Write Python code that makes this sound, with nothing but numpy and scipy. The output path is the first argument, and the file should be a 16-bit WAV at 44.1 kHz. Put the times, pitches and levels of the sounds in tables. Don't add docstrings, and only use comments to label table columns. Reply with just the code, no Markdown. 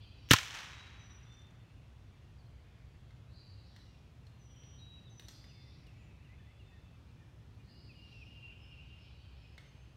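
import sys
import numpy as np
from scipy import signal
from scipy.io import wavfile
from scipy.ndimage import uniform_filter1d

SR = 44100
rng = np.random.default_rng(int(sys.argv[2]) if len(sys.argv) > 2 else 0)


def to_wav(sig):
    pcm = np.clip(np.atleast_2d(sig), -1, 1) * 32767
    pcm = np.round(pcm).astype(np.int16)
    wavfile.write(sys.argv[1], SR, pcm.T)


def voltage_ratio(level):
    return 10 ** (np.asarray(level, float) / 20)


N = 439236


def evened(x):
    return x / np.sqrt(np.mean(x ** 2) + 1e-20)


def read(points, hz):
    f, value = np.transpose(points)
    return np.interp(np.log(hz + 1), np.log(f + 1), value)


def add(mix, s, sound):
    at = round(s * SR)
    sound = sound[max(-at, 0):]
    part = mix[max(at, 0):][:len(sound)]
    part += sound[:len(part)]


def ring(hz, t60, phase=0):
    t = np.arange(round(abs(t60) * SR) + 2) / SR
    return voltage_ratio(-60 * t / t60) * np.sin(2 * np.pi * hz * t + phase)


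def shaped(x, gain_db, size):
    overlap = size * 3 // 4
    hz, t, z = signal.stft(x, SR, nperseg=size, noverlap=overlap)
    z = z * voltage_ratio(gain_db(hz[:, None], t))
    return signal.istft(z, SR, nperseg=size, noverlap=overlap)[1][:len(x)]


def drift(count, order):
    once = uniform_filter1d(rng.standard_normal(count), order)
    return evened(uniform_filter1d(once, order))


def tail(x, t60):
    taps = rng.standard_normal(SR) * voltage_ratio(-60 * np.arange(SR) / SR / t60)
    return signal.fftconvolve(x, taps / np.linalg.norm(taps))[:N]


def blur(x, t60):
    turns_per_s = 6
    phase = 2 * np.pi * (np.arange(N) / SR * turns_per_s + np.arange(3)[:, None] / 3)
    weights = np.sqrt(2 / 3) * np.cos(phase / 2)
    return sum(tail(x * weight, t60) for weight in weights)


def tone(hz, db, wander_hz=12):
    hz = hz + wander_hz * drift(len(hz), order=250)
    wave = np.sqrt(2) * np.sin(2 * np.pi * np.cumsum(hz) / SR)
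    return voltage_ratio(db) * wave * signal.windows.tukey(len(hz), 880 / len(hz))


# f/Hz, relative level/dB per Hz
AIR_COLOUR = [(150, -30), (250, -2.5), (282, -5.5), (673, -10), (1700, -16), (2610, -16.5), (3400, -18),
              (3960, -21), (6670, -28), (7800, -32), (15900, -41.5)]


def air(patchy_db=1.5):
    level_db = -69

    def field(hz, t):
        patches = rng.standard_normal((len(t), len(hz))).T
        patches = uniform_filter1d(patches, size=8, axis=0)
        patches = evened(uniform_filter1d(patches, size=40, axis=1))
        bird_range = np.exp(-np.log((hz + 1) / 3500) ** 2)
        return read(AIR_COLOUR, hz) + patchy_db * patches * bird_range
    return voltage_ratio(level_db) * evened(shaped(rng.standard_normal(N), field, size=1024))


# f/Hz, relative level/dB per Hz
RUMBLE_COLOUR = [(20, -14.5), (30, -6.5), (44, -5.5), (65, 4.5), (85, -3), (110, 2.5), (170, -10.5),
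                 (200, -14), (305, -21.5), (420, -29.5), (600, -62.5)]
# t/s, level/dB, tilt/dB per octave around 100 Hz
RUMBLE_LEVEL = [(0, -54.5, 0), (1.6, -55.5, 0.5), (3, -54, -2), (4.1, -55.5, 0.5), (4.8, -54.5, 0.5),
                (6.2, -54.5, 0.5), (7, -55, 0), (7.8, -54, 2.5), (8.7, -55, 0.5), (9.96, -57, -0.5)]


def rumble():
    s, db, tilt = np.transpose(RUMBLE_LEVEL)

    def colour(hz, t):
        octaves = np.log2(np.clip(hz, 30, 400) / 100)
        return read(RUMBLE_COLOUR, hz) + np.interp(t, s, tilt) * octaves
    low = shaped(rng.standard_normal(N), colour, size=4096)
    return evened(low) * voltage_ratio(np.interp(np.arange(N) / SR, s, db))


def chorus():
    notes_per_s, base_db = 20, -93
    out = np.zeros(N)
    for when, high, glide, length, loud in rng.random((round(notes_per_s * N / SR), 5)):
        first_hz = 1800 * 3.9 ** (high ** 1.9)
        last_hz = first_hz * (1.04 - 0.05 * glide ** 2)
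        hz = np.geomspace(first_hz, last_hz, round((0.033 + 0.081 * length) * SR))
        add(out, when * N / SR, tone(hz, base_db + 8 * loud - 14 * high))
    return out


def chatter():
    notes_per_s, base_db = 14, -88
    centre_hz, spread_hz = 2620, 220
    out = np.zeros(N)
    for when, high, glide, length, loud in rng.random((round(notes_per_s * N / SR), 5)):
        first_hz = centre_hz + spread_hz * (2 * high - 1)
        last_hz = first_hz * (1.03 - .1 * glide)
        hz = np.geomspace(first_hz, last_hz, round((0.018 + 0.081 * length) * SR))
        add(out, when * N / SR, tone(hz, base_db + 8 * loud, wander_hz=30.2))
    return out


def trill(hz, swing_hz, db, uneven=0.37):
    sweeps_per_s = 120
    low_db = -4
    count = len(db)
    turns = np.cumsum(sweeps_per_s * (1 + .3 * drift(count, order=200))) / SR
    top_hz = hz + swing_hz * (1 + uneven * drift(count, order=150))
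    low_hz = hz - swing_hz * (1 + .15 * drift(count, order=150))
    sweep = .5 + .5 * signal.sawtooth(2 * np.pi * turns, .5)
    level_db = db + low_db * (1 - sweep) + 1.4 * drift(count, order=900)
    return tone(low_hz + (top_hz - low_hz) * sweep, level_db)


# delay t/s, centre f/Hz, swing f/Hz either way, level/dB
BUZZ = [(0, 3896, 120.1, -10), (.085, 4413, 468.5, 3), (.3, 4382, 479.7, -1.5), (.42, 4250, 600, -3),
        (.6, 3792, 702, -6)]
# t/s, level/dB added, shift f/Hz
BUZZ_AT = [(-.2, -70.5, -2), (3.27, -69, -39.5), (5.22, -70, 161.5), (7.619, -71, 172)]
# delay t/s, length t/s, centre f/Hz, swing f/Hz either way, level/dB added
BUZZ_UPPER = (0.38, 0.3, 5349.5, 480, -7.5)
# start t/s, length t/s, centre f/Hz, swing f/Hz either way, top level/dB
MURMURS = [(-.2, 0.62, 2890, 494, -67), (4.469, 0.39, 3010, 301, -69.5), (5.494, 1.2, 2141, 298.5, -76),
           (7.897, 2.05, 2690, 424, -66.5), (8.198, 0.37, 4330, 752, -79), (8.702, 1.23, 4200, 604, -75.5)]
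# t/s, top level/dB
RASP_AT = [(8.16, -80), (8.56, -77), (8.95, -78), (9.36, -77)]


def trills():
    out = np.zeros(N)
    delay, *columns = np.transpose(BUZZ)
    t = np.arange(0, delay[-1], 1 / SR)
    hz, swing_hz, shape_db = (np.interp(t, delay, column) for column in columns)
    for s, db, shift_hz in BUZZ_AT:
        add(out, s, trill(hz + shift_hz, swing_hz, db + shape_db, uneven=0.032))
    upper_delay, *upper, upper_db = BUZZ_UPPER
    uppers = [(s + upper_delay, *upper, db + upper_db) for s, db, _ in BUZZ_AT]
    rasp_s, rasp_hz, rasp_swing_hz = 0.2, 5200, 190
    rasps = [(s, rasp_s, rasp_hz, rasp_swing_hz, db) for s, db in RASP_AT]
    for s, length, hz, swing_hz, db in MURMURS + uppers + rasps:
        share = np.arange(0, 1, 1 / SR / length)
        swell_db = np.interp(share, [0, .35, 1], [-8.5, 0, -10])
        add(out, s, trill(hz, swing_hz, db + swell_db))
    return out


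def birds():
    echo_t60 = 1
    notes = chorus() + chatter() + whistles() + chirps()
    fast = trills()
    fast = 0.45 * fast + blur(fast, 0.077)
    return notes + fast + voltage_ratio(-6) * tail(notes, echo_t60) + voltage_ratio(-1.5) * blur(fast, echo_t60)


# f/Hz, level/dB, t60 t/s
PISTOL = [(1800, -3, 0.0076), (2300, -4.5, 0.0053), (2950, 1, 0.0034), (5990, -2, 0.0031),
          (6800, -3, 0.0021)]
# f/Hz, level/dB, t60 t/s
POT = [(1053, -13, 0.025), (1370, -11.5, .016)]
# t/s, level/dB, level/dB added to the lower modes, level/dB added to the upper modes
SNAPS = [(0.2888, -37, -15, -17.5), (.3095, 1, -15, -18), (0.3136, -3.5, -0.5, 1), (0.318, -12, 4, -8.5),
         (.3218, -12, -12, -11), (0.326, -16.5, -10.5, -11), (0.331, -17, -11.5, -5.5),
         (0.3332, -8, -8.5, -5), (0.3354, -5.5, -1, 3)]


def snaps():
    middle_hz = 3050
    edge_db, edge_follows = -14, 0.3
    pot_s, pot_rise_s = .3378, 0.0029
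    out = np.zeros(N)
    edges = np.diff(rng.standard_normal((len(SNAPS), 200))) * voltage_ratio(-np.arange(199) * .4)
    for (s, db, low_db, high_db), edge in zip(SNAPS, edges):
        for hz, mode_db, t60 in PISTOL:
            snap = ring(hz, t60)
            snap[:8] *= np.arange(8) / 8
            side_db = low_db * (hz < .9 * middle_hz) + high_db * (hz > 1.1 * middle_hz)
            add(out, s, -voltage_ratio(db + mode_db + side_db) * snap)
        add(out, s, voltage_ratio(db + edge_db + edge_follows * high_db) * edge)
    for hz, db, t60 in POT:
        note = ring(hz, t60)
        rise = np.minimum(np.arange(len(note)) / SR / pot_rise_s, 1)
        add(out, pot_s, -voltage_ratio(db) * note * rise)
    return out


# f/Hz, relative level/dB per Hz
RUSH_COLOUR = [(780, -25.5), (1200, -5), (2500, -2.5), (4400, -5.5), (5500, -10.5), (8000, -17.5),
               (10000, -24), (13000, -22), (15800, -26)]


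def rush():
    puff_db, puff_rise_s, puff_t60 = -15, 0.0036, 0.05
    leak_db, leak_db_per_s = -43.5, 1099.5
    band_hz, band_width_hz, band_db, band_db_per_s = 5800, 700, -37, 1500
    loudest_s = SNAPS[1][0]
    t = np.arange(SNAPS[0][0], SNAPS[-1][0] + puff_t60, 1 / SR)
    power = voltage_ratio(leak_db - leak_db_per_s * abs(t - loudest_s)) ** 2
    for s, db, *_ in SNAPS[1:]:
        u = np.maximum(t - s, 0)
        puff = np.minimum(u / puff_rise_s, 1) * voltage_ratio(db + puff_db - 60 * u / puff_t60)
        power = power + puff ** 2
    hiss = shaped(rng.standard_normal(len(t)), lambda hz, _: read(RUSH_COLOUR, hz), size=256)
    out = np.zeros(N)
    add(out, t[0], evened(hiss) * np.sqrt(power))

    def narrow(hz, _):
        return -6 * np.minimum(((hz - band_hz) / band_width_hz) ** 2, 10)
    band = shaped(rng.standard_normal(len(t)), narrow, size=128)
    before = loudest_s - t
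    add(out, t[0], evened(band) * voltage_ratio(band_db - band_db_per_s * before) * (before > 0))
    return out


# t/s, level/dB, f/Hz, t60 t/s
PUSHES = [(0.3117, -12, 128.4, 0.049), (0.312, -16.5, 267.7, 0.036), (0.337, -18.5, 110.4, 0.052),
          (0.338, -19.5, 479, 0.0072)]


def pushes():
    out = np.zeros(N)
    for s, db, hz, t60 in PUSHES:
        add(out, s, voltage_ratio(db) * ring(hz, t60, 1.0))
    return out


# t/s, level/dB, spread t/s
WAVES = [(.34, -38, 0.076), (0.538, -41.5, 0.083)]
# f/Hz, relative level/dB per Hz
WOOD_COLOUR = [(200, -21.5), (500, -11.5), (1000, -4), (2000, -0.5), (3300, -1.5), (4500, -7), (6000, -4.5),
               (8000, -13.5), (10000, -19), (15500, -21)]
# f/Hz, loss level/dB per second
WOOD_LOSS = [(300, 13.5), (1000, 2), (3000, 6.5), (6000, 20.5), (10000, 37), (16000, 52.5)]


def wood():
    length_s, rise_s, db_per_decade, db_per_s = 1.4, 0.0055, 16.5, 10.5
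    t = WAVES[0][0] + np.arange(0, length_s, 1 / SR)
    power = 0
    for s, db, spread_s in WAVES:
        u = np.maximum(t - s, 0)
        fall_db = db_per_decade * np.log10(1 + u / spread_s) + db_per_s * u
        power = power + (np.minimum(u / rise_s, 1) * voltage_ratio(db - fall_db)) ** 2
    taps = rng.standard_normal(len(t)) * (0.25 + (rng.random(len(t)) < 2500 / SR))
    taps = shaped(taps, lambda hz, _: read(WOOD_COLOUR, hz), size=256)
    taps = evened(taps) * np.sqrt(power)
    out = np.zeros(N)
    add(out, t[0], shaped(taps, lambda hz, u: -read(WOOD_LOSS, hz) * u, size=256))
    return out


# delay t/s, level/dB
SLAPS = [(0.0514, -16.5), (0.075, -31), (.096, -30), (.147, -33), (0.194, -33), (0.234, -38)]


def slaps(crack):
    out = np.zeros(N)
    thin = signal.lfilter(*signal.butter(2, [1400, 7000], "band", fs=SR), crack[:SR // 2])
    for delay, db in SLAPS:
        add(out, delay, voltage_ratio(db) * thin)
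    return out


def shot():
    crack = snaps() + rush()
    return crack + pushes() + wood() + slaps(crack)


def whistle(length, first_hz, held_hz, db, share):
    settle_s, swell_db, fade_db_per_s = 0.038, -7.5, 27
    linger_s, linger_db = .36, -12.5
    t = np.arange(0, length + linger_s, 1 / SR)
    top = share * length
    level_db = db + swell_db * np.maximum(1 - t / top, 0) ** 2
    level_db -= fade_db_per_s * np.maximum(t - top, 0)
    rest = np.clip((t - length) / 0.036, 0, 1)
    level_db += rest * (linger_db + 5.1 * drift(len(t), order=1500))
    hz = held_hz + (first_hz - held_hz) * np.exp(-t / settle_s)
    return tone(hz, level_db + 2.5 * drift(len(t), order=500))


# t/s, length t/s, first f/Hz, held f/Hz, top level/dB,
# share of the length at which it is loudest
WHISTLES = [(0.688, 0.18, 3890, 3870, -63.5, .85), (0.984, 0.2, 6060, 5860, -66, 0.91),
            (1.247, .22, 3450, 3570, -69.5, 0.43), (4.387, 0.37, 6170, 5830, -70, 0.59),
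            (4.772, 0.22, 3800, 3865, -64, .7), (5.092, 0.19, 6310, 5930, -69.5, 1),
            (5.35, 0.4, 3440, 3540, -73, 0.29), (9.544, 0.39, 6430, 6330, -81.5, 0.46)]


def whistles():
    out = np.zeros(N)
    for s, *note in WHISTLES:
        add(out, s, whistle(*note))
    return out


TICKS = [1.326, 1.3412, 1.3715, 1.3946, 1.419, 1.469, 1.508]


def ticks():
    out = np.zeros(N)
    for s in TICKS:
        add(out, s, voltage_ratio(-58) * ring(hz=6800, t60=0.0015))
    return out


def chirp(length, first_hz, last_hz, db):
    count = round(length * SR)
    broken_db = (1.5 + 3 * length) * drift(count, order=700)
    hz = np.geomspace(first_hz, last_hz, count)
    return tone(hz, db + broken_db, wander_hz=28 + 30 * length)


# t/s, length t/s, first f/Hz, last f/Hz, level/dB
CHIRPS = [(2.1, 0.054, 2420, 2300, -82.5), (2.21, 0.05, 2050, 2050, -82.5), (2.379, 0.044, 5000, 4200, -78),
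          (2.455, 0.021, 4265, 4147, -76), (3.7, 0.14, 3550, 2850, -80), (3.86, .12, 2950, 2683, -79),
          (4.15, 0.33, 2740, 2860, -87), (4.49, 0.097, 3500, 2950, -78), (4.785, 0.028, 4350, 3954, -69),
          (4.93, 0.072, 3250, 2420, -77), (5.047, 0.054, 4130, 3390, -70), (5.34, 0.29, 5090, 4960, -79),
          (5.53, .17, 2296, 2007, -76.5), (5.975, 0.082, 3000, 2100, -77), (5.97, 0.12, 6960, 7110, -85.5),
          (6.35, .26, 3470, 3410, -80.5), (6.62, 0.29, 3590, 3505, -81), (6.28, 0.076, 1936, 2203, -74),
          (6.388, 0.053, 1893, 1685, -74), (6.468, 0.058, 1947, 2174, -75),
          (6.71, 0.077, 1940, 1730, -72.5), (7.09, 0.041, 2900, 2420, -78),
          (7.125, 0.18, 2420, 2390, -80.5), (7.198, 0.05, 1815, 1773, -73),
          (7.585, 0.042, 2433, 2420, -72.5), (7.69, 0.046, 1800, 1797, -77), (7.7, .17, 2850, 2880, -76.5),
          (8.7, .3, 2820, 2775, -69)]
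# delay t/s, length t/s, first f/Hz, last f/Hz, level/dB
DROP = [(0, .045, 2980, 2550, 1.5), (.045, .33, 2602, 2626, -10)]
# t/s, level/dB added
DROPS = [(5.487, -72.5), (5.86, -71), (6.239, -73), (6.59, -70.5)]
# delay t/s, length t/s, first f/Hz, last f/Hz, level/dB
PHRASE = [(0, 0.043, 2775, 2345, 0), (.06, .16, 2875, 2785, -6), (.22, .1, 2770, 2716, 1)]
# t/s, level/dB added
PHRASES = [(7.886, -61.5), (8.2, -58), (8.495, -64.5)]


def chirps():
    out = np.zeros(N)
    for song, times in (CHIRPS, [(0, 0)]), (DROP, DROPS), (PHRASE, PHRASES):
        for s, db in times:
            for delay, *glide, note_db in song:
                add(out, s + delay, chirp(*glide, db + note_db))
    return out


# f/Hz, level/dB, t60 t/s
LEVER_MODES = [(1530, -46, 0.017), (2129, -1, 0.016), (2950, -6, 0.014), (3710, 9.5, 0.0036),
               (4200, 1.5, 0.011), (5460, 2, 0.0026), (7500, -4.5, 0.0012), (11700, -11, 0.0015)]
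# t/s, rms level/dB of the first 7 ms, brightness level/dB at 8000 Hz
CLICKS_AND_RUSTLE = [(3.106, -66.5, -36), (3.7626, -60, -6), (4.2673, -65.5, -2), (4.6347, -67.5, -15),
                     (5.1962, -53.5, 20), (5.284, -52, 24), (5.4415, -62, -34), (5.868, -69, 26),
                     (9.5792, -54, -40)]
# delay t/s, level/dB
NEAR_ECHO = (0.026, -11.5)


def lever_and_rustle():
    count = len(CLICKS_AND_RUSTLE)
    out = np.zeros(N)
    scrapes = rng.standard_normal((count, 900)) * voltage_ratio(-np.arange(900) * 0.042)
    spread_db = 2 * rng.standard_normal((count, len(LEVER_MODES)))
    echo_s, echo_db = NEAR_ECHO
    for (s, db, bright_db), scrape, spread in zip(CLICKS_AND_RUSTLE, scrapes, spread_db):
        body = np.zeros(3000)
        for (hz, mode_db, t60), extra_db in zip(LEVER_MODES, spread):
            tilt_db = bright_db * min(hz / 8000, 1) ** 0.95
            add(body, 0, voltage_ratio(mode_db + extra_db + tilt_db) * ring(hz, t60))
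        sound = signal.fftconvolve(scrape, body)
        sound *= voltage_ratio(db) / np.sqrt(np.mean(sound[:300] ** 2))
        add(out, s, sound)
        add(out, s + echo_s, voltage_ratio(echo_db) * sound)
    return out + voltage_ratio(-1.5) * tail(out, t60=0.67)


def scene():
    return (air() + rumble() + birds() + shot() + ticks() + lever_and_rustle())[None]


def top_cut(x):
    return signal.sosfilt(signal.butter(12, 16460, fs=SR, output="sos"), x)


def record(dry):
    bass_cut_hz, top_hz = 48, 15900
    dry = signal.lfilter(*signal.butter(2, bass_cut_hz, "high", fs=SR), dry)
    squeezed = .9 * np.tanh(dry / .9)
    edge = signal.firwin(255, top_hz, window=("kaiser", 9), fs=SR)
    mix = signal.oaconvolve(squeezed, edge[None], "same")
    return top_cut(mix)


dry = scene()
out = record(dry)
to_wav(out)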